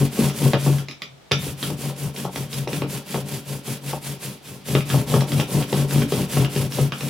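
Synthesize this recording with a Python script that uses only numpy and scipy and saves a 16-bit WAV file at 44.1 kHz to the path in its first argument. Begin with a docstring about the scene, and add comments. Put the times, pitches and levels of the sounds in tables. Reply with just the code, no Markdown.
"""A rubber hand roller works tacky ink in a plastic tray on a wooden table, in a small room.
Long strokes come first, with bumps on the tray; the roller lifts at 0.87 s and lands again near 1.32 s.
Short, quieter strokes across the tray follow until about 4.6 s, then long, louder ones along it to the end.
Splitting ink is dense random clicks; tray, table and the loose axle's metal frame are struck or shaken
resonances; the microphone on the table takes up its drone; noise echoes and faint air noise lie around all."""
import sys
import numpy as np
from scipy import signal
from scipy.fft import rfft, irfft, next_fast_len
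from scipy.io import wavfile
from scipy.ndimage import uniform_filter1d

SR = 44100
rng = np.random.default_rng(int(sys.argv[2]) if len(sys.argv) > 2 else 0)


def file_out(sig):
    """Save sig as 16-bit WAV at sys.argv[1]."""
    # one column per channel
    cols = np.atleast_2d(sig).T
    # limit, then scale
    lim = np.clip(cols, -1, 1)
    pcm = np.round(lim * 32767).astype(np.int16)
    wavfile.write(sys.argv[1], SR, pcm)


N = 312669


def from_db(db):
    """Decibels to gain."""
    return 10 ** (np.asarray(db) / 20)


def rms_one(x):
    """Scale to rms 1."""
    return x / np.sqrt(np.mean(x ** 2) + 1e-20)


def at_hz(points, hz):
    """Read a table on a log-frequency axis."""
    point_hz, value = np.transpose(points)
    return np.interp(np.log(hz), np.log(point_hz), value)


def colour(x, spectrum, lag_s=0):
    """Give x a spectrum and a delay; rms 1."""
    size = next_fast_len(N)
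    hz = np.arange(1, size // 2 + 2) * SR / size
    response = from_db(at_hz(spectrum, hz)) * np.exp(-2j * np.pi * hz * lag_s)
    return rms_one(irfft(rfft(x, size) * response, size)[..., :N])


def above(x, cutoff_hz):
    """A small plate radiates little under its lowest mode."""
    return signal.sosfilt(signal.butter(2, cutoff_hz, "high", fs=SR, output="sos"), x)


def drift(rate_hz):
    """Slow chance, spread 1."""
    r = np.exp(-2 * np.pi * rate_hz / SR)
    settled = signal.lfilter([1], [1, -2 * r, r * r], rng.standard_normal(N + SR))[SR:]
    return rms_one(settled)


def grains(per_s, spread_db):
    """Random clicks of uneven size and sign."""
    size_db = spread_db * np.minimum(rng.exponential(1, N), 4)
    sizes = from_db(size_db) * rng.choice([-1, 1], N)
    return sizes * (rng.random(N) < per_s / SR)


def ring(clicks, hz, t60_s):
    """A unit click sets a dying sine of starting height 1 ringing."""
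    r = from_db(-60 / (t60_s * SR))
    w = 2 * np.pi * hz / SR
    return signal.lfilter([0, np.sin(w)], [1, -2 * r * np.cos(w), r * r], clicks + 1e-18)


def steady(x, window_s, share):
    """Even out part of the chance swell of a narrow ringing."""
    local_rms = np.sqrt(np.maximum(uniform_filter1d(x ** 2, int(window_s * SR)), 1e-4))
    return rms_one(x / local_rms ** share)


def strike(times_s, level_at, modes, scatter_db, contact_s):
    """Each blow reaches every mode with chance strength, sign and small delay; level_at gives dB per blow."""
    at = np.round(times_s * SR).astype(int)
    out = np.zeros(N)
    luck = rng.standard_normal((len(at), len(modes), 2))
    for k, (hz, level_db, t60_s) in enumerate(modes):
        strength, lateness = luck[:, k, 0], luck[:, k, 1]
        size = from_db(level_at(hz, t60_s) + level_db + scatter_db * strength)
        late = (contact_s * SR * np.abs(lateness)).astype(int)
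        clicks = np.zeros(N)
        clicks[np.minimum(at + late, N - 1)] = size * np.sign(lateness)
        out += ring(clicks, hz, t60_s)
    return out


# Strokes, each lasting to the next turn; levels relative. Columns: turn_s, snaps_db,
# change_db (along the stroke), pressed_s (hardest), hold_s (breadth), top_db, tray_db (both when pressed)
HAND_STROKES = [(-0.09, -35.0, -6, 0.0081, 0.016, -12, -26), (0.099, -34.5, 9, 0.25, 0.047, -20.5, -24.5),
                (0.324, -36, -1, 0.46, 0.031, -14.5, -27), (0.569, -38.5, -12, 0.711, 0.13, -19.5, -31.5),
                (1.366, -38.0, -1, 1.486, 0.04, -24.5, -39), (1.559, -38.0, 2, 1.708, 0.077, -24.5, -34),
                (1.764, -38.5, -6.5, 1.877, 0.046, -29, -31.5), (1.953, -39, -6, 2.059, 0.02, -23, -34.5),
                (2.127, -40, -1, 2.216, 0.036, -33.5, -33.5), (2.299, -41, -6, 2.415, 0.061, -27.0, -35.5),
                (2.491, -39, -11, 2.591, 0.066, -24.5, -35), (2.675, -40, -13, 2.803, 0.16, -26.5, -34),
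                (2.872, -39, -11, 2.955, 0.014, -27.5, -34.5), (3.042, -38, 6, 3.199, 0.11, -29, -31.5),
                (3.241, -40.0, -5, 3.35, 0.02, -27, -35), (3.449, -41.5, -18, 3.529, 0.021, -27, -34.5),
                (3.639, -38, -13.5, 3.712, 0.013, -26.5, -35), (3.809, -39.5, -4, 3.89, 0.046, -31, -36),
                (4.008, -40, -14, 4.108, 0.031, -29, -36.5), (4.189, -43, -25, 4.28, 0.032, -31, -37),
                (4.415, -47, -14, 4.531, 0.058, -35, -42.5), (4.646, -37.5, -8, 4.76, 0.028, -13.5, -30),
                (4.85, -37, -3.5, 4.965, 0.04, -13, -26.5),
                (5.061, -36.5, -7.5, 5.165, 0.039, -12.5, -23.5),
                (5.262, -37.0, -1.5, 5.377, 0.031, -15.0, -27),
                (5.472, -35.5, -1.5, 5.577, 0.026, -15.5, -24),
                (5.665, -36.5, 1.5, 5.807, 0.03, -17, -24.5), (5.872, -36.0, -4, 5.98, 0.034, -15, -26.5),
                (6.076, -36.5, -4, 6.191, 0.041, -20.5, -27.5),
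                (6.281, -35.5, -8.5, 6.409, 0.038, -13.5, -25.5),
                (6.487, -37.5, 2.5, 6.624, 0.044, -17.5, -30), (6.693, -37, -9.5, 6.82, 0.03, -15.0, -29),
                (6.909, -41, 6, 7.066, 0.02, -24.0, -31)]
LIFTED_S, LAST_TURN_S = 0.87, 7.18   # roller leaves the ink; last stroke ends
OVERLAP_S = 0.0098   # film goes on splitting past the turn
ACROSS_FROM_S, ACROSS_TO_S = 1.3, 4.6   # short strokes across the tray; the others run along it
EVEN_ALONG, EVEN_ACROSS = 1.36, 0.47   # evenness of speed: long strokes hold it
LOWER_DB = -2   # lower snaps over upper
QUICK_START = 0.93   # under 1: gains speed faster than it loses it


def strokes(creep):
    """Snaps swell with the square of roller speed, one rise and fall a stroke; some ink creeps at the turns."""
    t = np.arange(N) / SR
    upper, lower, pace = np.zeros((3, N))
    turns_s = np.append(np.transpose(HAND_STROKES)[0], LAST_TURN_S)
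    for (turn_s, snaps_db, change_db, *_), next_s in zip(HAND_STROKES, turns_s[1:]):
        even = EVEN_ACROSS if ACROSS_FROM_S < turn_s < ACROSS_TO_S else EVEN_ALONG
        start_s = turn_s - OVERLAP_S
        end_s = LIFTED_S if turn_s < LIFTED_S < next_s else next_s + OVERLAP_S
        near = (t > start_s - .03) & (t < end_s + .03)
        part = np.clip((t[near] - start_s) / (end_s - start_s), 0, 1)
        speed = np.tanh(even * np.sin(np.pi * part ** QUICK_START)) / np.tanh(even)
        gain = from_db(snaps_db + change_db * (part - .5)) * (speed ** 2 + creep)
        crackle_power = from_db(2 * (snaps_db - 18))   # weak steady low snaps under the whole stroke
        pace[near] = np.maximum(pace[near], speed)
        upper[near] += gain ** 2
        lower[near] += (gain ** 2 + crackle_power) * from_db(2 * LOWER_DB)
    return np.sqrt(upper), np.sqrt(lower), pace


LEFT_LAG_S = 1.6e-5   # the snaps reach the left side slightly later


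def snaps(spectrum, gain, per_s, spread_db, alike):
    """Threads snap all along the roller, so the two sides hear partly different snaps."""
    mid, side = grains(per_s, spread_db), grains(per_s, spread_db)
    both = np.sqrt(1 + alike) * mid + np.sqrt(1 - alike) * side * [[1], [-1]]
    return gain * colour(both, spectrum, np.array([[LEFT_LAG_S], [0]]))


# Spectrum of the upper snaps. Columns: freq_hz, level_db (per Hz, relative)
UPPER_SNAPS = [(2350, -20), (4000, -37.5), (4540, -12), (5940, -5.5), (6250, -6), (10200, -2.5),
               (12600, -5.5), (15700, -10.5)]
# Spectrum of the lower snaps. Columns: freq_hz, level_db (per Hz, relative)
LOWER_SNAPS = [(530, -4), (900, 0), (1140, -3), (1720, 0), (2640, 3), (4160, 0), (4520, 1.5), (6500, -13.5),
               (8450, -70), (14300, -120)]


def ink(upper, lower):
    """The splitting film: dense bright snaps over sparser low ones, both uneven with its thickness."""
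    patches = from_db(1.3 * drift(36))   # the film is thicker in places
    tack = patches * from_db(3.5) * snaps(UPPER_SNAPS, upper, 9000, 1.9, 0.52)
    low_gain = from_db(1.5 + 0.7 * drift(26))
    low_tack = patches * low_gain * snaps(LOWER_SNAPS, lower, 2500, 0.76, 0.82)
    return tack, low_tack


# Spectrum of the air noise. Columns: freq_hz, level_db (per Hz, relative)
AIR_SPECTRUM = [(35, -31), (60, 0), (779, -4), (896, -7.5), (1500, -11.5), (3800, -13.5), (15700, -32)]
AIR_DB = -50.5   # rms over both sides


def air_noise():
    """Steady coloured noise, mostly unlike on the two sides."""
    shared, own = rng.standard_normal(N), rng.standard_normal((2, N))
    return from_db(AIR_DB) * colour(shared + 4.3 * own, AIR_SPECTRUM)


def swell(at_s, peak_db, rise_db_per_s, fall_db_per_s, hold_s):
    """Summed power of swells that climb to a rounded top and sink again."""
    t = np.arange(0, N + 64, 64) / SR
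    at_s, peak_db, hold_s = (np.reshape(v, (-1, 1)) for v in (at_s, peak_db, hold_s))
    since_s = t - at_s
    away_s = np.sqrt(since_s ** 2 + hold_s ** 2) - hold_s
    level_db = peak_db - np.where(since_s < 0, rise_db_per_s, fall_db_per_s) * away_s
    return np.interp(np.arange(N) / SR, t, np.sum(from_db(2 * level_db), axis=0))


TOP_RISE_DB_PER_S, TOP_FALL_DB_PER_S = 366, 278   # the table top follows the pressing hand
TRAY_RISE_DB_PER_S, TRAY_FALL_DB_PER_S = 208, 173   # the tray follows more gently
TRAY_LONGER_S = 0.029   # added to the breadth of the pressing
TRAY_FOLLOWS_SPEED = 0.58   # the tray quietens at the turns
STEADYING_S, STEADYING_DB = 1.12, -47   # the table stirs faintly while the roller is up
LANDING_S, LANDING_DB, LANDING_FALL_DB_PER_S = 1.318, -19.5, 87   # roller sets the table top ringing
BUMP_IN_TOP_DB, BUMP_FALL_DB_PER_S = -11.5, 195   # what a bump passes on to the table top


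def load(speed):
    """The hand bears down once a stroke; returns the levels of table top and tray in dB."""
    pressed_s, hold_s, top_db, tray_db = np.transpose(HAND_STROKES)[3:]
    top = swell(np.append(pressed_s, STEADYING_S), np.append(top_db, STEADYING_DB),
                TOP_RISE_DB_PER_S, TOP_FALL_DB_PER_S, np.append(hold_s, .04))
    bump_s, bump_db = np.transpose(TRAY_BUMPS)[:2]
    top = top + swell(bump_s + 0.012, bump_db + BUMP_IN_TOP_DB, 2000, BUMP_FALL_DB_PER_S, .004)
    landing = swell(LANDING_S, LANDING_DB, 3600, LANDING_FALL_DB_PER_S, 0.0018)
    tray = swell(pressed_s, tray_db, TRAY_RISE_DB_PER_S, TRAY_FALL_DB_PER_S, hold_s + TRAY_LONGER_S)
    tray = tray * (speed + 0.055) ** (2 * TRAY_FOLLOWS_SPEED)
    top_power = top + landing + 1e-9
    tray_power = tray + from_db(-22.5) * landing + 1e-9
    return 10 * np.log10(top_power), 10 * np.log10(tray_power)


TABLE_HZ, TABLE_T60_S = 140.1, 0.54
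# Table frame modes. Columns: mode_hz, level_db (relative), t60_s
TABLE_LEGS = [(52.7, 1, 0.23), (76.4, -4, 0.66)]
# Plastic tray modes, rolled and bumped. Columns: mode_hz, level_db (relative), t60_s
TRAY_MODES = [(187, 1.5, 0.083), (231.5, -2.5, 0.21), (287.8, -3, 0.12), (331.6, -4.5, 0.089),
              (392.5, 0.5, 0.051), (464.5, -1.5, 0.061), (505.5, -3, 0.064), (591.7, -6.5, 0.083),
              (695, -5.5, 0.039), (811, -12, 0.071), (908, -8.5, 0.049), (1091, -9.5, 0.035),
              (1287, -13, 0.027), (1660, -29, 0.024)]


def rolling(speed):
    """Unevenness under the roller drives the table top, its frame and the tray."""
    top_db, tray_db = load(speed)
    drone = rms_one(ring(rng.standard_normal(N), TABLE_HZ, TABLE_T60_S))
    top = above(steady(drone, 0.024, 0.42), 76)
    shaking = from_db(0.86 * top_db) * rng.standard_normal(N)   # the frame answers less steeply
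    legs = np.zeros(N)
    for k, (hz, level_db, t60_s) in enumerate(TABLE_LEGS):
        legs += from_db(level_db) * ring(shaking, hz, t60_s) * (-1) ** k
    lumps = np.diff(grains(400, 2.2), prepend=0)
    tray = np.zeros(N)
    for k, (hz, level_db, t60_s) in enumerate(TRAY_MODES):
        tray += from_db(level_db) / hz * ring(lumps, hz, t60_s) * (-1) ** k
    table = from_db(top_db) * top + from_db(-51.5) * rms_one(legs)
    return table, from_db(tray_db) * steady(rms_one(tray), 0.034, 0.87)


# Roller on the tray. Columns: start_s, level_db (relative), hardness_db_per_octave, favoured_hz
TRAY_BUMPS = [(0.012, -12.5, -8, 400), (0.188, -11, -12, 386), (0.417, -14, -11, 282),
              (0.458, -12.5, 1, 390), (0.532, -6.5, 4.5, 570), (0.661, -8.5, 1.5, 320),
              (0.885, -30, 1, 299), (1.016, -35, 1, 592), (1.313, -15.5, 6.5, 407), (1.466, -23.5, -1, 299),
              (1.626, -23.5, -7, 297), (1.7, -21.5, 5.5, 315), (2.249, -18, 9.5, 790), (2.357, -23, 8, 302),
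              (2.673, -17, 5.5, 490), (2.729, -20.5, 0, 299), (2.819, -13.5, 4, 303),
              (3.143, -15.5, 9, 390), (3.678, -23.5, 6, 285), (3.931, -18.5, 9, 820),
              (4.686, -18.5, -3, 396), (4.75, -9, .5, 412), (4.941, -13.5, 9, 406), (5.139, -8.5, 6, 430),
              (5.219, -20.5, 9, 280), (5.305, -21, -1, 283), (5.393, -15.5, 7, 286),
              (5.547, -13.5, -1, 288), (5.726, -10.5, 4.5, 377), (5.957, -16.5, -19, 272),
              (6.021, -15, -8, 277), (6.122, -11.5, 1.5, 424), (6.199, -18, -18, 300),
              (6.369, -11, 3.5, 401), (6.559, -17, -11, 413), (6.784, -11, 4, 406), (6.919, -20.5, 6, 290)]
JUDDER_S = .035


def bumps():
    """Hardness tilts the tray modes, the place favours one; the roller judders on in three weaker contacts."""
    start_s, bump_db, hardness, favoured_hz = np.transpose(TRAY_BUMPS)
    step = np.arange(4)
    spacing = (step + .6 * rng.random((len(start_s), 4)) * (step > 0)) / 3
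    times_s = (start_s[:, None] + JUDDER_S * spacing).ravel()
    contact_db = (bump_db[:, None] - 10.5 - 6.7 * np.sqrt(step)).ravel()
    tilt, favoured_hz = np.repeat(hardness, 4), np.repeat(favoured_hz, 4)

    def level_at(hz, t60_s):
        """Level of one mode for every contact."""
        near_db = 6.6 * np.exp(-(np.log2(hz / favoured_hz) / 0.24) ** 2)
        return contact_db + tilt * np.clip(np.log2(hz / 400), -.4, 1) + near_db

    return strike(times_s, level_at, TRAY_MODES, 2.1, 0.00152)


# Axle knocks in the frame. Columns: start_s, level_db (relative), strongest_hz
AXLE_CLACKS = [(0.2982, -19, 3600), (0.5336, -9, 1560), (0.5426, -16, 1520), (0.6596, -20, 2820),
               (0.7844, -21, 3180), (0.885, -16.5, 2530), (0.911, -21, 3400), (1.0193, -15, 2850),
               (1.3121, -10, 1690), (1.3169, -4.5, 3840), (1.6276, -12.5, 2660), (2.162, -20, 3320),
               (2.2465, -27, 3350), (2.3591, -18.5, 3370), (2.5296, -17, 3360), (2.6758, -20, 3350),
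               (2.7307, -17.5, 3300), (2.82, -18, 1570), (3.1436, -19, 1410), (4.6568, -34, 5280),
               (4.7508, -11, 1980), (4.8062, -16.5, 1600), (4.9009, -15, 2450), (5.0992, -20.5, 3670),
               (5.1408, -16.5, 2940), (5.208, -15.5, 3430), (5.3193, -16, 2190), (5.3987, -13.5, 3280),
               (5.6245, -17, 2500), (5.7285, -16, 3080), (5.909, -16.5, 2900), (6.02, -14, 1700),
               (6.121, -19.5, 3060), (6.371, -17.5, 2990), (6.4466, -13, 1730), (6.562, -16, 2460),
               (6.7212, -19, 3720), (6.785, -27, 2260), (6.921, -10, 1560), (7.0074, -15, 2540)]
# Metal frame modes. Columns: mode_hz, level_db (relative), t60_s
FRAME_MODES = [(1256, -2, 0.0088), (1560, -1.5, 0.0042), (1763, -4.5, 0.035), (2100, -1, 0.0074),
               (2470, 6.5, 0.0025), (2865, -9, 0.058), (3210, -0.5, 0.0064), (3470, -7, 0.044),
               (3660, -7, 0.12), (3950, 3, 0.0048), (4830, -1, 0.016), (5130, 0, 0.0043), (5820, -8, 0.013),
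               (6100, -9, 0.0029), (8000, -4, 0.0039), (10500, -5, .003)]
LONG_T60_S = .015


def axle(speed_gain):
    """Metal on metal: dry ticks, strongest near their own region, over a faint chance rattle while rolling."""
    start_s, clack_db, strongest_hz = np.transpose(AXLE_CLACKS)

    def level_at(hz, t60_s):
        """Only a hard blow sets the long modes ringing: the grip damps them."""
        damped_db = .7 * clack_db * (t60_s > LONG_T60_S)
        return clack_db - 8.0 - 4.1 * np.log2(hz / strongest_hz) ** 2 + damped_db

    kicks = speed_gain * grains(70, 3.0)
    rattle = np.zeros(N)
    for k, (hz, level_db, t60_s) in enumerate(FRAME_MODES):
        if t60_s < LONG_T60_S:
            rattle += from_db(level_db) * ring(kicks, hz, t60_s) * (-1) ** k
    return strike(start_s, level_at, FRAME_MODES, 2.5, .0008) + from_db(-3.5) * rattle


# Decay of the room. Columns: freq_hz, t60_s
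ROOM_DECAY = [(200, 0.14), (2000, 0.24), (5000, 0.22), (10000, 0.17)]
UNLIKE_HZ = 1950   # above it the two sides hear unlike echoes


def room(x):
    """Octave bands of noise, each dying at its own rate, wider towards the treble."""
    t = np.arange(SR // 2) / SR
    tail = np.zeros((2, len(t)))
    shared, own = rng.standard_normal(len(t)), rng.standard_normal((2, len(t)))
    for hz in 177 * 2. ** np.arange(7):
        band = signal.butter(2, [hz / np.sqrt(2), hz * np.sqrt(2)], "band", fs=SR, output="sos")
        white = (shared + own * hz / UNLIKE_HZ) / np.sqrt(1 + (hz / UNLIKE_HZ) ** 2)
        tail += signal.sosfilt(band, white) * from_db(-60 * t / at_hz(ROOM_DECAY, hz))
    tail = tail * np.clip(t / 0.0021, 0, 1)   # echoes fade in over 2.1 ms
    return signal.fftconvolve(x[None], rms_one(tail) / np.sqrt(len(t)), axes=1)[:, :N]


def scene():
    """Bass arrives through the table, stronger on the left; the rest through the air."""
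    upper, lower, pace = strokes(creep=0.027)
    tack, low_tack = ink(upper, lower)
    air = air_noise()
    table, rolled_tray = rolling(pace)
    tray = above(rolled_tray + bumps(), 124)
    clacks = above(axle(lower), 670)
    far_ink = from_db(-14) * (tack[0] - tack[1]) + from_db(-1) * (low_tack[0] - low_tack[1])
    echoes = room(from_db(3.0) * clacks + from_db(-6.5) * tray + far_ink)
    through_table = table * from_db([[1.8], [-2.1]])   # left, right
    from_tray = tray * from_db([[1.1], [-1.2]])
    bright = (tack + low_tack + clacks) * from_db([[-.4], [.6]])
    return through_table + from_tray + bright + echoes + air


MIC_LOW_HZ, CUTOFF_HZ = 49.3, 15890


def record(dry):
    """The microphone is weak in the deep bass; the top is cut."""
    thin = signal.sosfilt(signal.butter(3, MIC_LOW_HZ, "high", fs=SR, output="sos"), dry)
    return signal.sosfilt(signal.ellip(14, .5, 60, CUTOFF_HZ, fs=SR, output="sos"), thin)


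dry = scene()
out = record(dry)
file_out(out)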